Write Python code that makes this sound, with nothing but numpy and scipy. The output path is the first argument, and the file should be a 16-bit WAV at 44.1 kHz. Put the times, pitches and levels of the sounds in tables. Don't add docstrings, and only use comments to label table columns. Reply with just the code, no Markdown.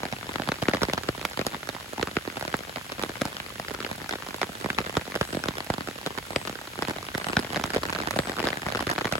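import sys
import numpy as np
from scipy import signal
from scipy.fft import rfft, irfft, next_fast_len
from scipy.io import wavfile
from scipy.ndimage import map_coordinates

SR = 44100
rng = np.random.default_rng(int(sys.argv[2]) if len(sys.argv) > 2 else 0)


def unload_wav(signal):
    wavfile.write(
        sys.argv[1],
        SR,
        np.round(np.clip(np.atleast_2d(signal).T, -1, 1) * 32767).astype(np.int16),
    )


N = 405279


def amp(db):
    return 10 ** (np.asarray(db) / 20)


def unit(x):
    return x / np.sqrt(np.mean(x ** 2) + 1e-20)


def along(points, hz):
    f, v = np.transpose(points)
    return np.interp(np.log(hz + 1), np.log(f + 1), v)


def below(hz, edge_hz, order):
    return 1 / (1 + (hz / edge_hz) ** order)


def wobble(rate):
    knots = rng.standard_normal(int(N * rate / SR) + 4)
    return map_coordinates(knots, [np.arange(N) * rate / SR])


def filtered(x, response):
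    m = next_fast_len(N + SR // 2)
    return irfft(rfft(x, m) * response(np.fft.rfftfreq(m, 1 / SR)), m)[..., :N]


def coloured(x, spectrum):
    return unit(filtered(x, lambda hz: amp(along(spectrum, hz))))


# pitch_hz [Hz], level_db [relative dB per Hz]
LAKE_SPECTRUM = [(30, -10), (200, 6), (500, -1), (1500, 5.5), (3000, 6), (5000, 0.5), (7000, -2.5),
                 (10500, -2), (13000, -5), (16000, -10.5)]


def lake(wash_db=-45.0, splash_db=-50.0, splashes_per_s=450):
    wash = coloured(rng.standard_normal((2, N)), LAKE_SPECTRUM)
    hits = (rng.random((2, N)) < splashes_per_s / SR) * rng.standard_normal((2, N))
    splashes = coloured(hits, LAKE_SPECTRUM)
    drift_db = .4 * wobble(1.5)
    return (amp(wash_db) * wash + amp(splash_db) * splashes) * amp(drift_db)


# [dB, before the settings of each layer]
RAIN_BEATING = [(0.0, -37.5), (0.7, -35.5), (1.8, -40), (2.0, -37), (2.6, -41), (3.2, -36.5), (3.5, -40.5),
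                (4.0, -35.5), (4.5, -38.5), (4.7, -35), (6.7, -40), (6.9, -36.4), (7.6, -33.5),
                (9.18, -32.0)]


def beating(s):
    return np.interp(s, *np.transpose(RAIN_BEATING))


# pitch_hz [Hz], level_db [relative dB per Hz]
QUIVER_SPECTRUM = [(20, -31), (55, 8.5), (125, 10.5), (500, -14), (2000, -73)]


def quiver(level_db=-51, follow=0.48):
    beating_db = beating(np.arange(N) / SR)
    swell_db = follow * (beating_db - beating_db.mean()) + 2 * wobble(6)
    return amp(level_db + swell_db) * coloured(rng.standard_normal(N), QUIVER_SPECTRUM)


def placed(times, sounds):
    at = np.round(times * SR).astype(int)[:, None] + np.arange(sounds.shape[-1])
    inside = (at >= 0) & (at < N)
    return np.array([np.bincount(at[inside], sounds[:, c][inside], N) for c in range(2)])


# pitch_hz [Hz], level_db [relative dB per Hz]
CANOPY_SPECTRUM = [(25, -42), (55, -9.5), (130, -3), (230, 0.5), (600, 0.5), (1000, -4), (1500, -4.5),
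                   (2050, -8), (2600, -13.5), (3600, -12.5), (5000, -16), (6500, -22.5), (10000, -23),
                   (16000, -35)]


def strikes(rows, scatter_db, colour_db, spread_s, pan_db, sheen_db):
    s, pat_db, thump_db, tick_db, crisp_db = np.transpose(rows)
    size, lead_s, span_s = 1536, .004, .01
    lag_s, knee_hz = 0.02222, 102.7
    rib_s, rib_share = .0007, .4
    ring_db = -35.5

    count = len(s)
    t, hz = np.arange(size) / SR - lead_s, np.fft.rfftfreq(size, 1 / SR)
    reach, side, lean, rib = rng.uniform(-1.03, 1, (count, 4)).T[:, :, None, None]
    ports = np.array([[1], [-1]])

    delay_s = lag_s * (1 + 0.24 * reach) / (1 + (hz / knee_hz) ** 1.526)
    chirp = np.exp(-2j * np.pi * np.cumsum(delay_s, axis=-1) * hz[1])
    direct = np.exp(1j * np.pi * hz * (ports * spread_s * side - 2 * lead_s))
    direct = direct * (1 + rib_share * np.exp(-2j * np.pi * hz * rib_s * 2 ** rib))

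    ahead = amp(scatter_db + 60 * np.minimum(t, 0) / .012)
    behind = amp(scatter_db - 60 * np.abs(t) / .017) + amp(ring_db - 60 * t / .075)
    echoes = rfft(rng.standard_normal((count, 2, size)) * np.where(t < 0, ahead, behind))
    alike = below(hz, 480, order=3)
    echoes = .5 * np.sqrt(alike) * echoes[:, :1] + np.sqrt(1 - alike) * echoes

    pitch = np.log1p(hz / 900)
    bumps = signal.resample(rng.standard_normal((count, 20)), size, axis=1)
    spot = bumps[:, (pitch / pitch[-1] * (size - 1)).astype(int)]
    colour = amp(along(CANOPY_SPECTRUM, hz) + colour_db * spot[:, None])
    pan = amp(pan_db * lean * ports * np.sqrt(1 - alike))
    wave = colour * chirp * (direct + echoes) * pan
    wave = wave * amp((sheen_db - 6 * reach) * (1 - below(hz, 6500, order=6)))

    low, mid, high = (below(hz, edge_hz, order=4) for edge_hz in (330, 1200, 2900))
    shares = ((low, thump_db), (mid - low, 0), (high - mid, tick_db), (1 - high, crisp_db))
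    power = np.sum(np.abs(wave) ** 2, axis=1)
    gain = 0
    for band, db in shares:
        rms = np.sqrt(power @ band ** 2 / (size * span_s * SR))
        gain = gain + np.outer(amp(pat_db + db) / rms, band)
    return placed(s - lead_s, irfft(wave * gain[:, None]))


def shower(count, gather):
    s = np.arange(N) / SR
    flurry_db = 2.5 * wobble(30)
    fallen = np.cumsum(amp(gather * beating(s) + flurry_db))
    shares = (np.arange(count) + rng.random(count)) / count
    return np.interp(shares, fallen / fallen[-1], s)


def small_drops(top_db=1.0, range_db=16, thump_db=-5.0, tick_db=0.0, crisp_db=-5, count=720):
    s = shower(count, gather=.3)
    level_db = beating(s) + top_db - range_db * np.sqrt(rng.random(count))
    big_s, big_db = np.transpose(BIG_DROPS)[:2]
    s = np.r_[s, big_s + rng.uniform(.002, .012, len(big_s))]
    level_db = np.r_[level_db, big_db - rng.uniform(12, 20, len(big_s))]
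    tone_db = np.array([thump_db, tick_db, crisp_db]) + 3.5 * rng.standard_normal((len(s), 3))
    rows = np.c_[s, level_db, tone_db]
    return strikes(rows, scatter_db=-25, colour_db=3, spread_s=0.00041, pan_db=3.0, sheen_db=-3.5)


# start_s [s], level_db [dB of the pat over 10 ms, before gain_db], brightness_db [dB]
LEAF_DRIPS = [(0.033, -30.5, -2.5), (0.054, -34.5, 1), (0.292, -33.5, -2), (0.358, -32.5, 2),
              (0.398, -29.5, -8), (0.42, -36, 4), (0.475, -33.5, -3), (0.885, -30, -6), (0.898, -32.0, 1),
              (1.214, -39, 5), (1.374, -34.5, 3), (1.414, -30.5, 0), (1.546, -33, -1), (1.69, -33, 4.5),
              (1.749, -38.5, -2), (1.933, -36.5, -2), (1.981, -35, -6), (1.996, -30.5, -6), (2.013, -38, 4),
              (2.073, -33, -1), (2.276, -32, -5.5), (2.37, -34.5, 0.5), (2.377, -38, -4.5),
              (2.411, -38.5, 6), (2.426, -34, 0.5), (2.451, -35.5, 0), (2.479, -33.5, 1.5),
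              (2.607, -39.5, -4), (2.695, -39.5, 3), (2.76, -36, 4), (2.771, -36, -3), (2.92, -38.0, 6),
              (2.995, -34, -1), (3.095, -34.5, -3), (3.368, -42, 9.5), (3.598, -32.0, -1), (3.708, -38, -1),
              (3.714, -36.5, -2), (3.748, -37.5, 3), (3.914, -32, -3.5), (4.093, -40, 10.5),
              (4.11, -37.5, 7), (4.126, -35.0, 2), (4.136, -34, 0), (4.156, -37, 2), (4.344, -35.5, 1.5),
              (4.493, -39, -12), (4.645, -30.0, -8), (4.66, -30.5, -7.5), (4.804, -32.5, -5),
              (4.865, -35.5, 0), (4.976, -33.5, -1), (5.078, -37, -6), (5.154, -32.5, 2), (5.16, -29.5, -1),
              (5.332, -34.5, -4), (5.37, -29.0, -9), (5.439, -33.5, 4.5), (5.458, -32, -3),
              (5.583, -36.5, 5.5), (5.605, -34.5, 2.5), (5.739, -33.5, 2), (5.782, -32.5, -3),
              (5.874, -38.5, 4), (5.886, -33.5, -4), (6.106, -37.5, -4), (6.177, -35, 1), (6.185, -37, 5.5),
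              (6.306, -35, -3), (6.452, -37.5, 3), (6.474, -37, 4), (6.496, -34, -2), (6.79, -33.5, -2.5),
              (6.897, -34.0, 1), (6.909, -32.5, -1.5), (6.963, -37, -0.5), (7.18, -34.5, 4),
              (7.244, -40, 10), (7.268, -31, -3), (7.286, -35.0, 3), (7.298, -32, -6), (7.332, -31.5, 1),
              (7.447, -37, 1), (7.504, -36, -3), (7.532, -33.5, 0), (7.56, -32, 4.5), (7.567, -28.5, -2),
              (7.574, -32.5, 1), (7.598, -31.5, -5), (7.704, -36, 5), (7.747, -32, 2), (7.781, -33.5, -5),
              (7.833, -31.5, 1), (7.854, -38.5, 4.5), (7.927, -34, 2.5), (7.95, -37, 7.5),
              (7.988, -33.5, 0.5), (8.003, -33.5, 0), (8.035, -34.0, -4), (8.073, -30, 0.5),
              (8.173, -33, -3), (8.272, -33.5, -2), (8.296, -30.5, -2), (8.394, -34.0, 1),
              (8.402, -30.5, 0), (8.428, -34.5, 1), (8.48, -39, 6), (8.487, -35.5, 8), (8.686, -32, 0),
              (8.757, -31, -1), (8.772, -33.0, 2), (8.793, -33.5, 2), (8.825, -33.5, 0), (8.899, -32.0, 2),
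              (8.913, -32.0, 2.5), (9.016, -32.5, -1), (9.071, -36.5, 3), (9.154, -31, -2)]


def medium_drops(gain_db=-0.4, thump_db=-4.0, tick_db=-3.5, crisp_db=-6.5):
    s, level_db, bright_db = np.transpose(LEAF_DRIPS)
    tone_db = np.c_[thump_db - bright_db / 2, tick_db + bright_db, crisp_db + bright_db]
    rows = np.c_[s, level_db + gain_db, tone_db]
    return strikes(rows, scatter_db=-27, colour_db=2.5, spread_s=0.0003, pan_db=3.0, sheen_db=-2.5)


# thump_db [dB], tick_db [dB], crisp_db [dB]
BIG_DROPS = [(0.1256, -36, 5, 0, -2), (0.4889, -27.5, 2.5, -4.5, -6), (0.519, -29.0, -4.0, 1, -5),
             (0.6251, -27.0, 1, -23, -5.5), (0.6846, -20.5, -1.5, -6, -12),
             (0.736, -24.5, -3.0, -2.5, -10.5), (0.7475, -26.5, -3, -14, -8), (0.8184, -26.5, -1, -8, -11),
             (0.8329, -26.0, 1, -4.0, -1.5), (0.9345, -26.5, -2.5, -9, -0.5), (0.978, -29, -7, -5, -8),
             (1.0881, -26, 2.0, -7.5, -7.0), (1.2518, -32.5, -5, 7, 1), (1.3923, -28, -0.5, -8, -5),
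             (1.4667, -27, -4.0, -15, -0.5), (2.0282, -27, -2.5, -3.5, -4.5), (2.1682, -28, 2.5, 3, -9),
             (2.5418, -26, -3, 0, -14), (3.0361, -29.0, -5.0, -3.0, -5.5), (3.2175, -24.5, -1.5, -8, -7.5),
             (3.254, -31, 2, -20, -2.5), (4.416, -27, -18, -2.0, -5.5), (4.4307, -28, -11, 0, -9.0),
             (4.7028, -37.5, 6, 12.5, -1), (4.786, -26.5, -6, 1.5, -5), (4.9694, -25.0, 2.5, -4.5, -5.5),
             (5.212, -24, 0, -5, -9), (5.3475, -32, 2, -9, -8.0), (5.4854, -29.0, 1.5, -5.0, -2.5),
             (5.7017, -24, -0.5, -9.5, -12.5), (6.0631, -30.5, -4, -13, 0.5),
             (6.0714, -32.5, -2.5, -6.0, -10), (6.3612, -23.5, -5, -4.5, -4.5),
             (6.8228, -25.5, -9, -16, -6.5), (6.8836, -30.5, 1.5, -17, -6.5), (7.1494, -32.5, 3, 1, -4),
             (7.3687, -26, 5.5, 6, -3.5), (7.392, -27.5, -3.5, -21, -6), (7.6395, -31, 2.0, 0.0, 0),
             (7.7621, -21.5, -4.5, -20, -14), (8.1626, -27.5, -1, -12, -11), (8.1894, -22.5, -2, -8, -6),
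             (8.3861, -34, -5, 1, -8), (8.4409, -28.5, 0, -8, -11.0), (8.4711, -26.0, -9, -3, -6),
             (8.6651, -29.5, -1.5, -7, -10), (8.7494, -30.5, -3.0, -1.0, -7), (8.807, -30, -10, -7, -6),
             (8.8689, -30.5, 2, -6, -7), (8.981, -27.5, -7, -4.5, -10.5), (9.0545, -28.0, -1, -3.5, -8),
             (9.1243, -29, 0.5, -2.0, -2)]


def big_drops(gain_db=-0.31):
    pats = strikes(BIG_DROPS, scatter_db=-25, colour_db=2.1, spread_s=.00017, pan_db=1.8, sheen_db=-4.0)
    return amp(gain_db) * pats


def spray(level_db=-53, spread_db=3, count=26):
    s = shower(count, gather=0)
    pat_db = level_db + spread_db * rng.standard_normal(count)
    thump_db, tick_db, crisp_db = -10, 0, 9
    rows = np.c_[s, pat_db, np.tile([thump_db, tick_db, crisp_db], (count, 1))]
    return strikes(rows, scatter_db=-26, colour_db=2, spread_s=.0002, pan_db=3, sheen_db=12)


# [dB of the tone's peak, before the echo]
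BIRD_WHISTLES = [(4.42, -53), (5.19, -47.5), (6.23, -46.5), (7.13, -45.5), (8.08, -45.5), (9.06, -46)]
# pitch_hz [Hz], t60_s [s to fade by 60 dB]
WOOD_ECHO = [(500, 0.067), (9000, 0.38)]


def bird():
    length_s, start_hz, fall_hz = .22, 8800, 460
    quaver_hz, quaver_rate = 250, 600
    u = np.linspace(0, 1, int(length_s * SR))
    swell = np.sqrt(np.abs(np.sin(np.pi * u)))
    song = np.zeros(N + SR)
    quavers = quaver_hz * wobble(quaver_rate)[:len(BIRD_WHISTLES) * len(u)].reshape(-1, len(u))
    for (s, db), quaver in zip(BIRD_WHISTLES, quavers):
        pitch_hz = start_hz - fall_hz * rng.uniform(.8, 1.4) * u * (2 - u) + quaver
        tone = np.sin(2 * np.pi * np.cumsum(pitch_hz) / SR)
        song[round(s * SR):][:len(u)] += amp(db) * swell * tone
    hz, t, z = signal.stft(rng.standard_normal((2, SR // 2)), SR, nperseg=256)
    fade = amp(-60 * t / along(WOOD_ECHO, hz)[:, None])
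    tail = signal.istft(z * fade, SR, nperseg=256)[1]
    return signal.fftconvolve(song[None, :N], tail / np.linalg.norm(tail[0]), axes=1)[:, :N]


def scene():
    lean = [(60, -2.5), (400, -3.0), (1900, -1.5), (2700, 3.5), (3800, -0.5)]
    canopy = quiver() + small_drops() + medium_drops() + big_drops() + spray()
    halves = np.array([[.5], [-.5]])
    umbrella = filtered(canopy, lambda hz: amp(along(lean, hz) * halves))
    return lake() + umbrella + bird()


def record(dry):
    lag_s, split_hz, top_hz = .00022, 6700, 16000

    def bass(hz):
        return np.sqrt(below(hz, split_hz, order=20))

    def treble(hz):
        return np.sqrt(1 - below(hz, split_hz, order=20))

    own = filtered(dry[0], bass)
    shared = filtered(dry[1], lambda hz: -treble(hz) * np.exp(-2j * np.pi * hz * lag_s))
    apart = filtered(dry[0], lambda hz: treble(hz) * 1j)
    left = own + .95 * shared + .31 * apart
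    return filtered(np.array([left, dry[1]]), lambda hz: hz < top_hz)


dry = scene()
out = record(dry)
unload_wav(out)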